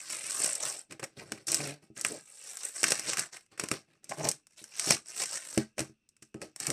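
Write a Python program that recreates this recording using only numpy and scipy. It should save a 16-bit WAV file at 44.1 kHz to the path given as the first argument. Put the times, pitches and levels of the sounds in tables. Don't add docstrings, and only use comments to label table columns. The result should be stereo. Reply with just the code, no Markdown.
import sys
import numpy as np
from scipy import signal
from scipy.fft import rfft, irfft
from scipy.io import wavfile
from scipy.ndimage import uniform_filter1d

SR = 44100
rng = np.random.default_rng(int(sys.argv[2]) if len(sys.argv) > 2 else 0)


def generate_wav(signal):
    frames = np.transpose(np.atleast_2d(signal))
    scaled = np.clip(frames, -1, 1) * 32767
    pcm = np.round(scaled).astype(np.int16)
    wavfile.write(sys.argv[1], SR, pcm)


N = 296352
TIME = np.arange(N) / SR

# (frequency [Hz], colour [dB])
HUSH_COLOUR = [(25, 0.5), (60, 2.5), (130, 6), (220, 4.5), (400, -3.5), (700, -19), (1500, -17.5),
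               (3200, -22.5), (5000, -21), (8000, -29), (14000, -21.5)]
HUSH_DB = -77.5
WHINE_HZ, WHINE_WIDTH_HZ, WHINE_DB = 2640, 130, -87

# (time [s], level [dB])
FIRST_PEEL = [(0.0, -58.5), (0.061, -59.5), (0.121, -47), (0.203, -53.5), (0.466, -44), (0.587, -55),
              (0.628, -45.5), (0.668, -44.5), (0.81, -59.5)]
TUG = [(1.48, -47.5), (1.54, -42.5), (1.56, -46.5), (1.68, -47), (1.74, -63)]
SHORT_TUG = [(1.97, -52), (2.032, -60), (2.053, -45.5), (2.178, -59.5), (2.24, -72)]
CREEP = [(2.26, -69), (2.363, -67), (2.486, -56.5), (2.589, -60.5), (2.651, -50.5), (2.733, -66),
         (2.753, -54), (2.815, -51.0)]
RIP = [(2.835, -42), (2.918, -41.0), (3.021, -51.5), (3.063, -45), (3.084, -37.5), (3.166, -49.5),
       (3.187, -37), (3.27, -58)]
SECOND_RIP = [(4.575, -61.5), (4.679, -68.5), (4.741, -59.5), (4.803, -49), (4.845, -44), (4.928, -36),
              (4.99, -59)]
LAST_PEEL = [(5.06, -63.5), (5.1, -57.5), (5.14, -59.5), (5.22, -39.5), (5.28, -55.5), (5.36, -44.5),
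             (5.4, -59.5), (5.56, -53.5)]
LAST_TUG = [(6.565, -67.5), (6.586, -72.5), (6.608, -48.5), (6.715, -46.5)]
# (level curve, relative treble [dB], fine threads [dB], relative box rumble [dB],
# left over right [dB])
PULLS = [(FIRST_PEEL, 5, -5.5, -13, -4), (TUG, 4.4, -11.5, -3, -1.2), (SHORT_TUG, 1.6, -2.5, -1.5, -1.5),
         (CREEP, 5.4, -3, -20, -5), (RIP, 1, -9.5, -10, 0), (SECOND_RIP, 5.7, -11.5, -16, 1.2),
         (LAST_PEEL, 6.1, -9, -14.5, -2), (LAST_TUG, 1.3, -3.5, -7.5, -2.5)]
PULL_GAIN_DB = 5
# (time [s], length [s], level [dB], relative treble [dB],
# relative box rumble [dB])
RUSTLES = [(0.908, .03, -54, -8, 9), (1.021, 0.016, -52.5, -8, 9.5), (1.177, 0.045, -49, 0, 6.5),
           (1.258, 0.16, -59.5, -0.5, 7), (1.323, 0.019, -52, 1, 8.5), (1.096, .07, -74, -2, 5),
           (1.61, 0.11, -47.5, -9, 2), (1.829, 0.015, -63, 2.5, 9.5), (3.331, 0.036, -46.5, 1.5, -12),
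           (3.521, 0.018, -57, -4.5, 1), (3.597, 0.062, -44, -1.5, 1.5), (3.717, 0.027, -38, -1.5, 2.5),
           (3.883, .08, -68, -6.5, 3), (4.038, .04, -63.5, -3.5, 0), (4.099, 0.036, -52, 8, 8.5),
           (4.182, 0.066, -50, 7, 11.5), (4.244, 0.035, -35.5, 3, 2.5), (4.508, 0.028, -69.5, 5.5, -7.5),
           (4.875, 0.063, -39.5, 3.5, 6.5), (5.577, 0.023, -40, -1, 0.5), (5.792, 0.019, -38.5, 1, 5),
           (6.231, 0.0071, -69, 12.5, -2), (6.355, 0.022, -70, -6, 22), (6.422, 0.01, -46, 0, 10),
           (6.688, 0.026, -46.5, -8, 15.5)]
RUSTLE_SAG_DB, RUSTLE_FINE_DB, RUSTLE_PAN_DB = 3, -20.5, -0.6
GRIP_DB_PER_S = 1500
PULL_RELEASE_DB_PER_S, HAND_RELEASE_DB_PER_S = 600, 330.5

# (frequency [Hz], colour [dB])
CRACKLE_COLOUR = [(150, -29), (350, 2), (600, 2), (900, 3), (1500, 6), (2400, 0.5), (3300, -2), (4500, 2.5),
                  (8000, -36.5)]
# (frequency [Hz], colour [dB])
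SIZZLE_COLOUR = [(1500, -44), (2800, -4), (4000, -2.5), (5500, 0), (8000, -2), (11000, -1.5), (14000, 1)]
# (frequency [Hz], colour [dB])
FIZZ_COLOUR = [(3000, -33.5), (5500, -14.5), (7500, 3), (9000, 1.5), (11000, -5), (14000, -3)]

# (frequency [Hz], relative level [dB], t60 [s])
BOX_MODES = [(92, -13.5, 0.18), (130.4, 1, 0.14), (170, -26, .08), (217.5, 2.5, 0.14), (278, -16.5, 0.086),
             (321.2, 8.5, 0.099), (392.7, 1.5, 0.14), (476, -13.5, 0.028), (622, -15.5, 0.061),
             (644, -7.5, 0.16), (786, -9.5, .12), (1133, -12, .07), (1280, 4.5, 0.088)]
# (frequency [Hz], colour [dB])
RUMBLE_COLOUR = [(25, -24.5), (55, -16.5), (85, -5.5), (135, 7.5), (175, 1.5), (215, -4), (330, 3),
                 (480, -4), (700, -8), (1200, -18.5), (3000, -51)]
# (centre [Hz], half-width [Hz], lift [dB])
PANEL_RESONANCES = [(596, 28, 2), (740, 28, -2), (944, 49, -6), (1270, 240, 0.5), (1450, 45, -2.5),
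                    (1561, 89, 1.5), (2760, 77, -0.5), (3275, 410, -4.5), (4100, 410, 0.5)]

# (time [s], relative strength [dB], relative treble [dB], relative bass [dB])
SNAPS = [(0.1012, -7.5, -3.5, -5), (0.3072, -10, 3, -8), (0.4021, -7, 0, 9), (0.4187, -3.5, -3, -6),
         (0.4437, -4, 5, 7.5), (0.4618, -3.5, 2, -9), (0.554, -21, 16, 11), (1.32, 1, -7.5, 3),
         (1.518, -10, 13.5, 10), (1.5295, -2, -8, 1), (1.5443, 0, 7, -23), (1.6042, 2, -16.5, 0),
         (2.0117, -16, 11.5, -30), (2.0486, 14.5, -14.5, -14), (2.5707, -14, 4, -22),
         (2.8311, 4, -0.5, 3.5), (2.8401, 16, -10, -25), (2.8824, -1.5, 0.5, 5), (2.9059, 1, 1.5, 4),
         (2.9197, 10, -3.5, 2), (2.9949, -3, -1.5, 0), (3.1327, 5.5, -9, -21), (3.1712, 3, -7, -24),
         (3.1937, -0.5, 3, -6), (3.3688, -9, -9, -15.5), (3.463, -35.5, -4.5, -10),
         (3.5966, 5.5, -7.5, -10), (3.6371, 1.5, -9, 7), (3.6867, -7, -1.5, -6.5), (3.7144, 9.5, -9, 1),
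         (4.0425, -27.5, 8, 10), (4.2881, -5, 11, 6.5), (4.3143, -7.5, 5.5, -13), (4.4689, -29.5, 2, -7),
         (4.6406, -16.5, 1, -19), (4.7957, 0.5, 2, -32), (4.9068, 14, -2.5, 5), (5.5766, 5.5, -6, 17),
         (5.7928, 0, -3.5, 13.5), (5.805, -2.5, -3, -1), (6.0895, -42.5, 12, -12), (6.1662, -33, -2, -24),
         (6.3431, -14, -14, 9), (6.417, -6, -10, 7.5), (6.5614, -14, -0.5, -1.5), (6.6011, -11, 6, -6),
         (6.6681, -2.5, 2.5, -15), (6.7022, 1.5, -2, 0)]
# (time [s], relative strength [dB], relative treble [dB], relative bass [dB])
SCUFFS = [(0.9078, -14, -10, -3), (0.921, -9.5, -9.5, 3), (0.9948, -8.5, -12, 6), (1.0278, -5, -13, 8.5),
          (1.0379, -4, -7, 2), (1.375, -17, -14, 0), (1.4689, -27, 18.5, 1), (1.4814, -4.5, -0.5, -22),
          (3.5759, -14.5, -11, -3), (4.0921, -18.5, 4, 5), (5.7802, -3, -11.5, 7.5),
          (6.2225, -20, -3.5, -34)]
# (frequency [Hz], colour [dB])
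SNAP_COLOUR = [(30, -28.5), (70, -21.5), (140, -2), (400, 1.5), (900, -0.5), (1500, 1.5), (2300, -1.5),
               (3400, -2.5), (5000, 1), (9000, 2), (14000, 2.5)]
SNAP_DECAY_S, SCUFF_DECAY_S = 0.00041, .0042

# (middle [s], reach to either side [s], level [dB], centre [Hz])
RUBS = [(0.672, 0.14, -47, 680), (1.043, 0.013, -41.5, 580), (1.218, 0.016, -44, 750),
        (1.67, 0.1, -49, 496), (2.117, 0.016, -35, 402), (2.153, 0.037, -42.5, 414),
        (4.119, 0.0093, -29, 850), (4.203, 0.035, -35, 800), (4.264, 0.041, -31, 680),
        (6.433, 0.029, -46, 450), (6.71, 0.031, -38, 390)]
# (time [s], strength [dB], softness [Hz], lower is softer)
KNOCKS = [(.92, -52.5, 400), (1.324, -42.5, 510), (1.902, -48.5, 295), (2.84, -39.5, 410),
          (3.637, -45, 500), (3.715, -38.5, 610), (4.616, -57.5, 596), (5.5752, -22, 418),
          (5.792, -33.5, 400), (5.808, -32, 301), (5.896, -49, 252), (6.2232, -54.5, 298),
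          (6.348, -38.5, 402)]
# (time [s], length [s], level [dB], mean slip rate [1/s])
JUDDERS = [(1.596, 0.12, -42, 142), (4.186, 0.099, -44.5, 150)]
# (frequency [Hz], colour [dB])
JUDDER_COLOUR = [(60, -25.5), (140, 2.5), (300, 1), (600, -6), (900, -10.5), (1400, -18.5), (3000, -43)]

# (frequency [Hz], t60 [s])
ROOM_T60 = [(150, 0.17), (700, 0.13), (2000, 0.17), (5500, 0.17), (13000, 0.13)]
# (frequency [Hz], colour [dB])
PORT_LEFT = [(100, -4.5), (3500, 4), (4800, 1.5), (5600, 13), (6800, 4), (8000, -12), (10000, -12),
             (14000, -18.5)]
# (frequency [Hz], colour [dB])
PORT_RIGHT = [(100, -2), (3500, 3.5), (5000, -0.5), (5800, 10), (6600, 2), (8200, 14), (10000, 1),
              (12500, -7.5), (14000, -14.5)]
LEFT_LAG_S, CUTOFF_HZ = .00038, 14700


def from_db(db):
    return 10 ** (np.asarray(db) / 20)


def rms_one(x):
    return x / np.sqrt(np.mean(x ** 2) + 1e-20)


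def at_hz(points, hz):
    f, value = np.transpose(points)
    return np.interp(np.log(np.maximum(hz, 1)), np.log(f), value)


def coloured(x, *spectra, size=4096):
    hz = np.arange(size // 2 + 1) * SR / size
    gain_db = sum(at_hz(s, hz) for s in spectra)
    cepstrum = irfft(np.log(from_db(gain_db)))
    cepstrum[1:size // 2] *= 2
    cepstrum[size // 2 + 1:] = 0
    response = np.array(irfft(np.exp(rfft(cepstrum))), ndmin=x.ndim)
    return signal.oaconvolve(x, response, axes=-1)[..., :x.shape[-1]]


def bandpass(x, low, high, order=2):
    return signal.sosfilt(signal.butter(order, [low, high], "band", fs=SR, output="sos"), x)


def drift(per_s):
    knots = np.arange(0, N / SR + 1, 1 / per_s)
    own_rng = np.random.default_rng(rng.integers(2 ** 31))
    return rms_one(np.interp(TIME, knots, own_rng.standard_normal(len(knots))))


def add(track, s, sound):
    at = int(np.clip(round(s * SR), 0, N - 1))
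    track[..., at:at + sound.shape[-1]] += sound[..., :N - at]


def two_sides(alike, count):
    common, *own = rng.standard_normal((3, count))
    alike = np.clip(alike, 0, 1)
    return np.sqrt(alike) * common + np.sqrt(1 - alike) * np.array(own)


def grains(per_s, spread_db, clump_db, clumps_per_s, size=1300):
    born = rng.random(N) < per_s / SR
    own_db = spread_db * np.minimum(rng.standard_normal(N), 2)
    shared_db = clump_db * np.minimum(drift(clumps_per_s), 2)
    clicks = born * from_db(own_db + shared_db) * rng.choice([-1, 1], N)
    return clicks / np.sqrt(np.abs(uniform_filter1d(clicks ** 2, size)) + 1e-6)


def background():
    low, high = WHINE_HZ - WHINE_WIDTH_HZ / 2, WHINE_HZ + WHINE_WIDTH_HZ / 2
    whine = rms_one(bandpass(two_sides(0.46, N), low, high, order=1))
    hush = rms_one(coloured(two_sides(0.3, N), HUSH_COLOUR))
    return from_db(HUSH_DB) * hush + from_db(WHINE_DB) * whine


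def movement(curve, release_db_per_s, t):
    s, db = np.transpose(curve)
    grip_db = GRIP_DB_PER_S * np.clip(s[0] - t, 0, .2)
    release_db = release_db_per_s * np.clip(t - s[-1], 0, 1)
    return np.interp(t, s, db) - grip_db - release_db


def handling(size=32):
    t = TIME[::size]
    moves = []
    for curve, *colour in PULLS:
        moves.append((movement(curve, PULL_RELEASE_DB_PER_S, t) + PULL_GAIN_DB, *colour))
    for s, length, db, treble_db, box_db in RUSTLES:
        rustle_db = movement([(s, db), (s + length, db - RUSTLE_SAG_DB)], HAND_RELEASE_DB_PER_S, t)
        moves.append((rustle_db, treble_db, RUSTLE_FINE_DB, box_db, RUSTLE_PAN_DB))
    levels, treble, fine, shake, pan = map(np.array, zip(*moves))
    power = from_db(levels) ** 2
    total = power.sum(axis=0)
    share = power / total
    level_db = 10 * np.log10(total)
    treble_db = 10 * np.log10(from_db(treble) ** 2 @ share)
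    shake_db = 10 * np.log10(from_db(shake) ** 2 @ share)
    curves = (level_db, treble_db, fine @ share, shake_db, pan @ share)
    return [np.interp(TIME, t, c) for c in curves]


def scattered(clicks, edges, alike, patchy_db=3.0):
    out, at = np.zeros((2, N)), np.flatnonzero(clicks)
    for low, high in zip(edges, edges[1:]):
        pushes = np.full((2, N), 1e-18)
        flexing = from_db(patchy_db * drift(per_s=30)[at])
        pushes[:, at] = clicks[at] * flexing * two_sides(alike, len(at))
        out += bandpass(pushes, low, high)
    return out


def peel(crackle_db, treble_db, fine_db, crackle_trim_db, sizzle_trim_db):
    threads = grains(per_s=3400, spread_db=3.5, clump_db=3.0, clumps_per_s=330)
    fine = grains(per_s=5000, spread_db=4.5, clump_db=9.0, clumps_per_s=270)
    edges = [150, 500, 900, 1400, 2100, 3000, 4200, 5600, 7200, 9000, 11500, 16000]
    crackle = rms_one(coloured(scattered(threads, edges[:8], alike=0.61), CRACKLE_COLOUR))
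    sizzle = rms_one(coloured(scattered(threads, edges[4:], alike=0.2), SIZZLE_COLOUR))
    fizz = rms_one(coloured(scattered(fine, edges[6:], alike=0.68), FIZZ_COLOUR))
    treble = from_db(sizzle_trim_db) * sizzle + from_db(fine_db) * fizz
    return from_db(crackle_db) * (from_db(crackle_trim_db) * crackle + from_db(treble_db) * treble)


def free_span(x, trip_s, wander, echo):
    lag = np.round(SR * trip_s * np.exp(wander * drift(per_s=5))).astype(int)
    dulled = signal.lfilter(*signal.butter(1, 3000, fs=SR), x)
    returned = dulled[:, np.maximum(np.arange(N) - lag, 0)]
    return x - np.clip(echo, 0, 1) * returned


def box(force):
    out = np.zeros(N)
    for hz, db, t60 in BOX_MODES:
        r = from_db(-60 / (t60 * SR))
        w = 2 * np.pi * hz / SR
        mode = signal.lfilter([1, -r * np.cos(w)], [1, -2 * r * np.cos(w), r * r], force + 1e-18)
        out += from_db(db) * mode
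    return out


def rumble(level_db, ring_db, panel_db):
    jerks, drag = [grains(per_s=900, spread_db=4.0, clump_db=3.0, clumps_per_s=70) for _ in range(2)]
    ring = from_db(ring_db) * rms_one(box(jerks))
    panels = from_db(panel_db) * rms_one(coloured(drag, RUMBLE_COLOUR))
    return from_db(level_db) * (ring + panels)


def snaps(rows, crack_s, flutter_s, flutter_db, level_db, alike, size=2048):
    out, t = np.zeros((2, N)), np.arange(size) / SR
    decay = np.exp(-t / crack_s) + from_db(flutter_db) * np.exp(-t / flutter_s)
    shape = (1 - np.exp(-2 * t / crack_s)) * decay
    for s, db, treble_db, bass_db in rows:
        noise = shape * two_sides(alike, size)
        spectrum = rfft(np.roll(noise, shift=size // 128, axis=1))
        burst = irfft(spectrum / np.sqrt(uniform_filter1d(np.abs(spectrum) ** 2, size=70)))
        burst = burst * (t < t[-1] / 2)
        tilt = [(450, bass_db), (1200, 0.002), (2600, 0.013), (4200, treble_db)]
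        add(out, s - .0004, from_db(db + level_db) * coloured(burst, tilt, SNAP_COLOUR))
    return out


def rubs(width, skirt_db):
    slips = grains(per_s=1500, spread_db=3.0, clump_db=3.0, clumps_per_s=120)
    out = np.zeros(N)
    for s, length, db, hz in RUBS:
        broad = bandpass(slips, hz / (1 + width), hz * (1 + width))
        overtone = bandpass(slips, hz * 1.5, hz * 1.505)
        swell = np.exp(-2 * ((TIME - s) / length) ** 2)
        out += from_db(db) * swell * rms_one(broad + from_db(skirt_db) * overtone)
    return out


def knocks(size=600):
    force, t = np.zeros(N), np.arange(size) / SR
    for s, db, soft_hz in KNOCKS:
        push = t * np.exp(-2 * np.pi * soft_hz * t)
        add(force, s, from_db(db) * push / push.sum())
    return signal.sosfilt(signal.butter(2, 65, "high", fs=SR, output="sos"), box(force))


def judders(wobble, uneven_db):
    out = np.zeros(N)
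    for s, length, db, slip_hz in JUDDERS:
        turns = np.cumsum(slip_hz * np.exp(wobble * drift(per_s=25))) / SR
        slips = np.diff(np.floor(turns), prepend=0)
        slips = slips * from_db(uneven_db * drift(per_s=90))
        level_db = movement([(s, db), (s + length, db)], HAND_RELEASE_DB_PER_S, TIME)
        out += from_db(level_db) * rms_one(coloured(slips, JUDDER_COLOUR))
    return out


def on_panel(x):
    hz = np.geomspace(200, 8000, 400)
    lift_db = sum(db * np.exp(-((hz - f) / width) ** 2) for f, width, db in PANEL_RESONANCES)
    return coloured(x, list(zip(hz, lift_db)))


def room(x, wet_db, bass_wet_db, build_s, size=16384):
    t, hz = np.arange(size) / SR, np.arange(size // 2 + 1) * SR / size
    field = rfft(rng.standard_normal((2, size)))
    centres = [f for f, t60 in ROOM_T60]
    response = 0
    for (f, t60), band in zip(ROOM_T60, np.eye(len(centres))):
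        tail = np.exp(-np.log(1000) * t / t60) * (1 - np.exp(-t / build_s))
        response = response + irfft(field * at_hz(list(zip(centres, band)), hz)) * tail
    spectrum = rfft(response)
    spectrum = spectrum / np.sqrt(uniform_filter1d(np.abs(spectrum) ** 2, size=40))
    gain_db = wet_db + at_hz([(300, bass_wet_db), (1200, 0)], hz)
    response = irfft(spectrum * from_db(gain_db))
    return signal.oaconvolve(x, response * (t > .0015) * (t < .3), axes=1)[:, :N]


def scene():
    crackle_db, treble_db, fine_db, box_db, pan_db = handling()
    film = peel(crackle_db, treble_db, fine_db, crackle_trim_db=-2.46, sizzle_trim_db=-2.5)
    film = free_span(film, trip_s=.0025, wander=.2, echo=0.55)
    film = film + snaps(SNAPS, SNAP_DECAY_S, flutter_s=0.0038, flutter_db=-9.0, level_db=-2.0, alike=0.51)
    film = film + snaps(SCUFFS, SCUFF_DECAY_S, flutter_s=0.0098, flutter_db=-23.5, level_db=0.5, alike=0.52)

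    body = rumble(crackle_db + box_db, ring_db=-7.0, panel_db=-5.5)
    body = body + rubs(width=0.48, skirt_db=-7.5) + knocks() + judders(wobble=.03, uneven_db=1.5)

    film = film * from_db(np.array([pan_db, -pan_db]) / 2)
    body = body * from_db([[-1.0], [1.0]])
    near = on_panel(film + body)
    near = np.array([np.interp(TIME - LEFT_LAG_S, TIME, near[0]), near[1]])
    return near + room(near, wet_db=-14.0, bass_wet_db=1.5, build_s=0.003) + background()


def record(dry):
    heard = np.array([coloured(dry[0], PORT_LEFT), coloured(dry[1], PORT_RIGHT)])
    heard = heard / (1 + (heard / .72) ** 6) ** (1 / 6)
    return signal.sosfilt(signal.ellip(10, .3, 80, CUTOFF_HZ, fs=SR, output="sos"), heard)


dry = scene()
out = record(dry)
generate_wav(out)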